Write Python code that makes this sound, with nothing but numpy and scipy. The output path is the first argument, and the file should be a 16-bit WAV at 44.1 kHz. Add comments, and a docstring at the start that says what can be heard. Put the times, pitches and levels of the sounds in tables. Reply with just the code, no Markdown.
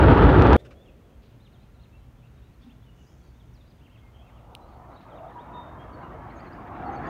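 """A fighter jet roars low over a residential yard, its exhaust crackling with shock fronts, then cuts off.
In the quiet, songbirds twitter from near and far trees over the rumble of the town; close to the
microphone, fingers knock on a casing and something rustles and ticks. Then the jet comes in again
from far away, its roar and howl swelling and fading in the uneven air."""
import sys
import numpy as np
from scipy import signal
from scipy.fft import rfft, irfft, next_fast_len
from scipy.io import wavfile
from scipy.ndimage import uniform_filter1d, map_coordinates

SR = 44100
rng = np.random.default_rng(int(sys.argv[2]) if len(sys.argv) > 2 else 0)


def log_audio(samples):
    """Write samples as a 16-bit WAV file to the path given in sys.argv[1]."""
    # one column per channel
    frames = np.atleast_2d(samples).T
    # limit to full scale, then quantise
    limited = np.clip(frames, -1, 1)
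    pcm = np.round(limited * 32767).astype(np.int16)
    wavfile.write(sys.argv[1], SR, pcm)


N = 312649
TIME, HZ = np.arange(N) / SR, np.fft.rfftfreq(N, 1 / SR)
CUT_S = .5656  # the overhead roar stops here


def gain_of(db):
    """Decibels to amplitude."""
    return np.exp(np.asarray(db) * (np.log(10) / 20))

def unit_rms(x):
    """Scales to rms 1."""
    return x / np.sqrt(np.mean(x ** 2) + 1e-30)

def spectrum(points):
    """Gain at each frequency in HZ, joining (Hz, dB) points on a log-frequency axis."""
    hz, db = np.transpose(points)
    return gain_of(np.interp(np.log(HZ + 1), np.log(hz + 1), db))

def add(mix, s, sound):
    """Mixes a sound in at a time."""
    part = mix[max(round(s * SR), 0):][:len(sound)]
    part += sound[:len(part)]

def colour(x, gain):
    """Filters by a gain for each frequency in HZ."""
    size = next_fast_len(N)
    return irfft(rfft(x, size) * np.interp(np.fft.rfftfreq(size, 1 / SR), HZ, gain), size)[:N]

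def noise(gain):
    """Coloured noise of rms 1."""
    return unit_rms(colour(rng.standard_normal(N), gain))

def below(hz, order=8):
    """Low-pass gain."""
    return 1 / np.sqrt(1 + (HZ / hz) ** (2 * order))

def above(hz, order=8):
    """High-pass gain."""
    return np.sqrt(1 - below(hz, order) ** 2)

def drift(rate_hz):
    """A random wander of rms 1, mostly slower than rate_hz."""
    size = N // 32
    hz = np.fft.rfftfreq(size, N / SR / size)
    slow = irfft(rfft(rng.standard_normal(size)) / np.sqrt(1 + (hz / rate_hz) ** 6), size)
    return np.interp(TIME, np.linspace(0, N / SR, size), unit_rms(slow))

def resonance(hz, width_hz, size=N):
    """A band of noise that follows a pitch; the wider it is, the faster it fluctuates."""
    angle = 2 * np.pi * np.cumsum(hz * np.ones(size)) / SR
    clock = np.arange(size) * width_hz / SR
    a, b = (map_coordinates(row, [clock], order=3, mode="wrap") for row in rng.standard_normal((2, 2048)))
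    return unit_rms(a * np.cos(angle) + b * np.sin(angle))

def swell(s, rise_s):
    """A quick rise to 1 and a slower fall."""
    u = np.clip((TIME - s) / rise_s, 0, 50)
    return u * np.exp(1 - u)

def bump(s, length):
    """A smooth rise to 1 and fall, centred on a time."""
    return np.exp(-np.minimum((2 * (TIME - s) / length) ** 2, 50))

def lifts(rows):
    """The level change in dB from a table of passing swells."""
    return sum(db * bump(s, length) for s, length, db in rows)

def turbulence(x, patchy_db, flutter_db):
    """Uneven air on the way to the microphone varies the level, in patches of pitch and all at once."""
    bands = signal.stft(x, nperseg=1024, noverlap=768)[2]
    patches = uniform_filter1d(rng.standard_normal(bands.shape), size=4, axis=0)
    patches = unit_rms(uniform_filter1d(patches, size=12, axis=1))
    patchy = signal.istft(bands * gain_of(patchy_db * patches), nperseg=1024, noverlap=768)[1][:N]
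    return unit_rms(patchy * gain_of(flutter_db * drift(23)))

def echoes(x, t60, wet_db, first_s):
    """Adds sparse reflections from the houses and trees around the yard."""
    t = np.arange(SR // 2) / SR
    taps = rng.standard_normal(len(t)) * (rng.random(len(t)) < 2000 / SR)
    taps = taps * (t > first_s) * gain_of(-60 * t / t60)
    return x + gain_of(wet_db) * signal.fftconvolve(x, taps / np.linalg.norm(taps))[:N]


# The exhaust heard from right below: (frequency [Hz], relative level [dB])
ROAR_SPECTRUM = [(15, -47), (25, 0), (45, 2.5), (69, 3.5), (162, -6), (206, -18), (262, -8.5), (387, -10.5),
                 (696, -19), (883, -16.5), (1050, -19), (1340, -20.5), (2110, -35.5), (3260, -41.5),
                 (4510, -53.5), (5860, -68.5), (9920, -120)]
# Bands that ground and walls cancel or lift at the microphone: (frequency [Hz], width [Hz], lift [dB])
REFLECTIONS = [(185, 78, 2.5), (680, 78, -1), (850, 250, 1), (1053, 53, -8.5), (1354, 87, 0),
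               (2080, 53, -2), (3360, 1000, 2)]
# Buffets in the rumble: (time [s], length [s], lift [dB])
BUFFETS = [(.06, 0.1, 5), (.275, 0.078, 5), (.395, 0.029, 7.5)]

def jet_overhead(shocks_per_s=1500, shock_share=.43, growth_db_per_s=2.5):
    """Low over the yard: mixing noise and a dense train of one-sided pressure spikes, over a rumble."""
    reflected_db = sum(db * np.exp(-((HZ - hz) / width) ** 2) for hz, width, db in REFLECTIONS)
    shape = spectrum(ROAR_SPECTRUM) * gain_of(reflected_db)
    spikes = unit_rms((rng.random(N) < shocks_per_s / SR) * rng.rayleigh(1, N))
    exhaust = np.sqrt(shock_share) * spikes + np.sqrt(1 - shock_share) * rng.standard_normal(N)
    exhaust *= gain_of(1.28 * drift(20))  # the level flutters
    growth_db = growth_db_per_s * (TIME - CUT_S)
    rumble = gain_of(-17 + lifts(BUFFETS)) * noise(shape * above(50, order=5) * below(191))
    roar = gain_of(-14.5 + growth_db) * unit_rms(colour(exhaust, shape * above(182) * below(2020)))
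    sizzle = gain_of(-38.5 + growth_db) * unit_rms(colour(exhaust, shape * above(2310)))
    return rumble + roar + sizzle


# The sharpest shock fronts from overhead, before the air rounds them: (time [s], level [dB])
SHOCKS = [(.110, -17), (.179, -19), (.234, -18), (.331, -23), (.4222, -6), (0.471, -13.5), (0.532, -4.5)]

def crackle(small_per_s=260, small_db=-31):
    """Steep shock fronts from overhead, a few large among many small, scattered by roofs and walls."""
    u = np.arange(SR // 100) / SR / .0005
    front = (1 - u) * np.exp(-u)  # pressure jumps, then relaxes through a shallow suction
    fronts = np.zeros(N)
    for s, db in SHOCKS:
        add(fronts, s, gain_of(db) * front)
    for when, size in rng.random((round(small_per_s * CUT_S), 2)):
        add(fronts, when * CUT_S, gain_of(small_db + 5.7 * size) * front)
    fronts = colour(fronts, below(3300, order=2) * below(7200, order=4))  # air rounds off each front
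    return echoes(fronts, t60=.024, wet_db=-7.5, first_s=.001)


# Background hiss at the microphone: (frequency [Hz], relative level [dB])
HISS_SPECTRUM = [(1000, -6.5), (4500, 0.5), (6500, 4.5), (7800, -0.5), (9000, 1.5), (10600, -3), (12000, 1),
                 (15000, -0.5)]

def faint_hiss(db):
    """A steady high hiss behind everything in the yard."""
    return gain_of(db) * noise(spectrum(HISS_SPECTRUM))


# The town heard from the yard: (frequency [Hz], relative level [dB])
TOWN_SPECTRUM = [(12, -71), (20, -24), (43, -2), (65, 2), (85, -6.5), (115, -2.5), (180, -11), (237, -13),
                 (290, -16), (467, -21.5), (703, -24.5), (1490, -31), (3000, -37), (4510, -45.5),
                 (5860, -55), (9920, -120)]
# Machines about town: (frequency [Hz], width [Hz], level [dB])
MACHINE_HUM = [(57, 20, -60), (116.2, 11, -60.5), (229, 20, -71), (1380, 9.6, -84.5)]

def town(fade_db_per_s=22):
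    """Beyond the yard: a steady wash, machine hum, the departing jet's rumble dying away and a brief low drone."""
    wash = gain_of(-51.5) * turbulence(noise(spectrum(TOWN_SPECTRUM)), patchy_db=.5, flutter_db=0)
    hum = sum(gain_of(db) * resonance(hz, width) for hz, width, db in MACHINE_HUM)
    far_rumble = noise(above(260, order=3) * below(620, order=7))
    far_rumble *= gain_of(-51.5 - fade_db_per_s * (TIME - CUT_S))
    drone = gain_of(-51.5) * bump(s=2.7, length=.13) * resonance(hz=247, width_hz=69)
    return wash + hum + far_rumble + drone


def syllable(length, start_hz, middle_hz, end_hz, db, warble=.01, warble_hz=80):
    """One bird note: a sine that arches through three pitches and trembles by a share of its pitch."""
    u = np.linspace(-.1, 1.1, max(round(1.2 * length * SR), 8))
    tremble = np.sin(2 * np.pi * (warble_hz * length * u + rng.random()))
    arch_hz = np.polyval(np.polyfit([0, .5, 1], [start_hz, middle_hz, end_hz], 2), u)
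    phase = 2 * np.pi * np.cumsum(arch_hz * (1 + warble * tremble)) / SR
    return gain_of(db) * np.sqrt(2) * signal.windows.tukey(len(u), .6) * np.sin(phase)

def far_birds(notes_per_s=22):
    """A faint, echoing twitter from the farther trees."""
    out = np.zeros(N)
    for when, pitch, start, end, faintness in rng.random((round(notes_per_s * N / SR), 5)):
        hz = 2400 + 1650 * pitch
        start_hz, end_hz = hz * (.8 + .35 * start), hz * (.75 + .35 * end)
        add(out, when * N / SR, syllable(.041, start_hz, hz, end_hz, db=-77 - 7 * faintness, warble=.012))
    return echoes(out, t60=.37, wet_db=-4.5, first_s=.012)

def near_birds():
    """Songbirds in the trees nearest the microphone, echoing around the yard."""
    song = whistles() + swoops() + buzzes() + squeaks()
    song *= gain_of(1.9 * drift(180))  # the notes are slightly hoarse
    song = echoes(song, t60=.024, wet_db=-8, first_s=.001)  # leaves and branches scatter each note
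    return echoes(song, t60=.64, wet_db=-7.5, first_s=.012)


# Whistles from the nearest trees: (time [s], length [s], pitch [Hz], glide [octaves], level [dB])
WHISTLES = [(0.561, 0.043, 3490, 0.23, -65), (.745, 0.095, 3450, .15, -69),
            (0.846, 0.064, 2730, -0.53, -67.5), (1.522, .045, 3500, -0.55, -71.5),
            (1.584, 0.054, 3940, .3, -74.5), (1.92, 0.047, 2680, 0.066, -69.5),
            (1.978, 0.094, 3100, 0, -78), (2.213, 0.048, 2670, 0.38, -70.5),
            (2.531, 0.021, 4230, -0.22, -77), (2.688, 0.035, 3120, 0.6, -67),
            (2.823, 0.023, 3420, 0.11, -70.5), (2.855, .05, 2930, -.1, -68.5),
            (2.97, 0.053, 2940, -.04, -66.5), (3.059, 0.042, 5130, 0.22, -74),
            (3.394, 0.025, 3440, -0.29, -69), (3.523, .055, 4770, -0.82, -73),
            (3.602, 0.024, 3500, -0.2, -67.5), (4.001, 0.089, 2130, -.04, -71), (4.6, 0.044, 4000, 0, -74),
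            (4.952, .04, 3890, 0.077, -67), (5.094, .05, 3260, -0.4, -69), (5.374, 0.047, 3470, .5, -66),
            (5.521, 0.102, 3670, -0.0088, -62), (5.772, 0.073, 3240, 0.058, -66),
            (5.924, 0.037, 4430, -0.056, -67.5), (6.021, .045, 2840, -0.036, -68),
            (6.293, 0.028, 4280, .26, -71), (6.391, 0.019, 4540, 0.23, -68), (6.46, 0.027, 4230, -.06, -68),
            (6.52, 0.021, 4830, 0.35, -69), (6.848, 0.038, 4400, -.06, -66.5),
            (6.956, .024, 4420, -0.057, -63), (7.054, .02, 4630, 0.21, -66)]

def whistles(early_share=.67):
    """Plain bird notes that cover most of their glide in the first half, then level off."""
    out = np.zeros(N)
    for s, length, hz, octaves, db in WHISTLES:
        start_hz, end_hz = hz / 2 ** (octaves * early_share), hz * 2 ** (octaves * (1 - early_share))
        add(out, s, syllable(length, start_hz, hz, end_hz, db))
    return out


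# Light handling knocks: (time [s], level [dB], pitch factor [ratio])
KNOCKS = [(.591, -60, 1.32), (.646, -55, 0.98), (0.704, -56, 0.9)]
# Resonances of the casing: (frequency [Hz], width [Hz], relative level [dB])
CASING_MODES = [(1470, 470, 4.5), (2780, 680, -1), (5000, 5500, -16)]

def knocks():
    """At the microphone, fingers bump and scrape a small hollow casing."""
    out = np.zeros(N)
    for s, level_db, pitch in KNOCKS:
        body = sum(gain_of(db) / (1 + (2 * (HZ - hz * pitch) / width) ** 2)
                   for hz, width, db in CASING_MODES)
        out += gain_of(level_db) * swell(s, rise_s=.0093) * noise(body)
    return out


# Soft rustles close by: (time [s], length [s], centre [Hz], width [Hz], level [dB])
RUSTLES = [(1.212, 0.15, 3100, 2000, -69), (2.6, 0.15, 3120, 2600, -71), (2.926, 0.57, 6200, 1100, -76.5),
           (5, 0.072, 2860, 2000, -66)]

def rustles():
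    """Short, slightly grainy scuffs near the microphone."""
    out = np.zeros(N)
    for s, length, hz, width, db in RUSTLES:
        band = np.exp(-((HZ - hz) / width) ** 2) * above(900, order=3)
        out += gain_of(db) * swell(s, length / 4) * noise(band)
    return out * gain_of(2 * drift(100))


# Swoops from the nearest trees: (time of turn [s], stroke length [s], top pitch [Hz], level [dB])
SWOOPS = [(1.435, 0.046, 4170, -68.5), (1.823, 0.037, 4270, -69.5), (3.694, 0.034, 5100, -74),
          (3.842, .04, 3180, -67.5), (3.934, 0.044, 3210, -67), (4.252, 0.06, 2770, -68.5),
          (4.344, 0.074, 3150, -71.5), (4.953, 0.034, 4510, -70), (5.165, 0.03, 3850, -67.5),
          (5.29, 0.026, 3800, -69)]

def swoops(arch=.71):
    """A bird's soft upstroke turns into a steep fall; mid-stroke the pitch is `arch` of the way up."""
    out = np.zeros(N)
    for s, length, top_hz, db in SWOOPS:
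        start_hz, end_hz = .77 * top_hz, .45 * top_hz
        upstroke = syllable(length, start_hz, start_hz + arch * (top_hz - start_hz), top_hz, db - 4)
        fall = syllable(length, top_hz, end_hz + arch * (top_hz - end_hz), end_hz, db)
        add(out, s - length, upstroke)
        add(out, s, fall)
    return out


# Buzzes from the nearest trees: (time [s], length [s], pitch [Hz], level [dB])
BUZZES = [(2.613, .03, 3470, -68), (3.2, 0.12, 4480, -79), (3.967, 0.04, 3280, -69),
          (4.129, 0.043, 3100, -67), (4.179, 0.047, 3210, -66), (4.646, 0.14, 4450, -79.5)]

def buzzes():
    """Bird notes held on one pitch, made buzzy by a deep, fast warble."""
    out = np.zeros(N)
    for s, length, hz, db in BUZZES:
        add(out, s, syllable(length, hz, hz, hz, db, warble=.045))
    return out


# The ring of the close tick: (frequency [Hz], relative level [dB], time to fall 60 dB [s])
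TICK_MODES = [(3007, 0.5, 0.005), (3660, -1.5, 0.0033), (8600, -4.5, 0.0019), (12800, -16, .0014)]

def tick(s=4.5512):
    """One dry tick right at the microphone, gone within a few milliseconds."""
    out, t = np.zeros(N), np.arange(SR // 100) / SR
    ring = sum(gain_of(db - 60 * t / t60) * np.sin(2 * np.pi * hz * t) for hz, db, t60 in TICK_MODES)
    add(out, s, gain_of(-29.5) * ring)
    return colour(out, above(2200, order=12))


def nearing(arrival_s, arrival_db, db_per_s, emerge_db_per_s=28.5):
    """Gain of one band of the far jet: it rises quickly out of the town noise, then grows steadily."""
    since = TIME - arrival_s
    return gain_of(arrival_db + db_per_s * since + emerge_db_per_s * np.minimum(since, 0))

# The exhaust heard from far away: (frequency [Hz], relative level [dB])
FAR_ROAR_SPECTRUM = [(24, -35), (40, -2), (59, -2), (123, 6), (184, -2.5), (344, 0.5), (382, 1),
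                     (555, -7.5), (712, -3), (807, -5.5), (1300, -9.5), (2300, -46), (2800, -33),
                     (3640, -76), (6160, -120)]
# Uneven air focuses the roar on the yard or shades it: (time [s], length [s], lift [dB])
SURGES = [(4.92, .09, 5), (5.01, .08, -6), (5.45, 0.77, 3), (6.04, .05, 6), (6.55, 0.37, -1.5),
          (6.86, 0.21, 5), (7.08, 0.17, 8.5)]

def jet_approaching():
    """Far exhaust noise: the middle arrives first, rumble and hiss grow as the jet nears the yard."""
    surge_db, shape = lifts(SURGES), spectrum(FAR_ROAR_SPECTRUM)
    bass = noise(above(50, order=4) * below(123))
    rumble = noise(shape * above(139) * below(360))
    roar = turbulence(noise(shape * above(490) * below(1440)), patchy_db=2.5, flutter_db=.7)
    hiss = turbulence(noise(above(1240) * below(1650, order=4)), patchy_db=3, flutter_db=1.75)
    bass *= nearing(arrival_s=5.63, arrival_db=-49.5, db_per_s=1.9)
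    rumble *= nearing(arrival_s=4.52, arrival_db=-59, db_per_s=6.26) * gain_of(.66 * surge_db)
    roar *= nearing(arrival_s=4.514, arrival_db=-53, db_per_s=4.17) * gain_of(surge_db)
    hiss *= nearing(arrival_s=4.9, arrival_db=-64.5, db_per_s=7.23) * gain_of(.5 * surge_db)
    return bass + rumble + roar + hiss


# The far jet's howls: (peak time [s], length [s], pitch [Hz], glide [Hz/s], level [dB], width [Hz])
HOWLS = [(5.222, .15, 690, 650.5, -43, 190.4), (5.372, 0.11, 958, 3, -45, 25.6),
         (5.583, 0.096, 965, -7, -43, 25.3), (5.73, 0.078, 716, 7, -52, 49),
         (5.96, 0.11, 977, -2, -49.5, 29.5), (6.22, .09, 943, -100, -51.5, 50),
         (6.74, .26, 731, 101.5, -48.5, 29.8), (6.902, .13, 784, 378.5, -36, 125.7),
         (7.08, 0.096, 823, 255, -50, 124)]

def howls(skirt_hz=140, skirt_db=-4, waver=.0077):
    """Resonances swell out of the distant roar and waver as they glide, each a core with a softer skirt."""
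    out, wander = np.zeros(N), 1 + waver * drift(15.4)
    for s, length, pitch_hz, glide, db, width_hz in HOWLS:
        sounding = abs(TIME - s) < 2 * length
        t = TIME[sounding] - s
        hz = (pitch_hz + glide * t) * wander[sounding]
        core = resonance(hz, width_hz, size=len(t))
        skirt = gain_of(skirt_db) * resonance(hz, skirt_hz, size=len(t))
        out[sounding] += gain_of(db) * (core + skirt) / np.cosh(np.pi * t / length)
    return out


# Squeaks from the nearest trees: (time [s], lowest pitch [Hz])
SQUEAKS = [(6.348, 6400), (6.915, 6160), (7.058, 6500)]

def squeaks():
    """Thin, high bird notes that sag in the middle."""
    out = np.zeros(N)
    for s, hz in SQUEAKS:
        add(out, s, syllable(.046, 1.09 * hz, hz, 1.09 * hz, db=-72))
    return out


def scene():
    """One microphone in the yard: the overhead roar gives way at once to the quiet and the next pass."""
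    overhead = jet_overhead() + crackle() + faint_hiss(db=-68.5)
    quiet_yard = faint_hiss(db=-76) + town() + far_birds() + near_birds() + knocks() + rustles() + tick()
    next_pass = jet_approaching() + howls()
    return np.where(TIME < CUT_S, overhead, quiet_yard + next_pass)[None]

def record(dry, ceiling=.85, edge_hz=15800):
    """The loudest peaks are rounded off, then the highest treble is cut."""
    rounded = dry / (1 + (abs(dry) / ceiling) ** 6) ** (1 / 6)
    low_pass = signal.firwin(511, edge_hz, window=("kaiser", 9), fs=SR)
    return signal.oaconvolve(rounded, low_pass[None], "same")


dry = scene()
out = record(dry)
log_audio(out)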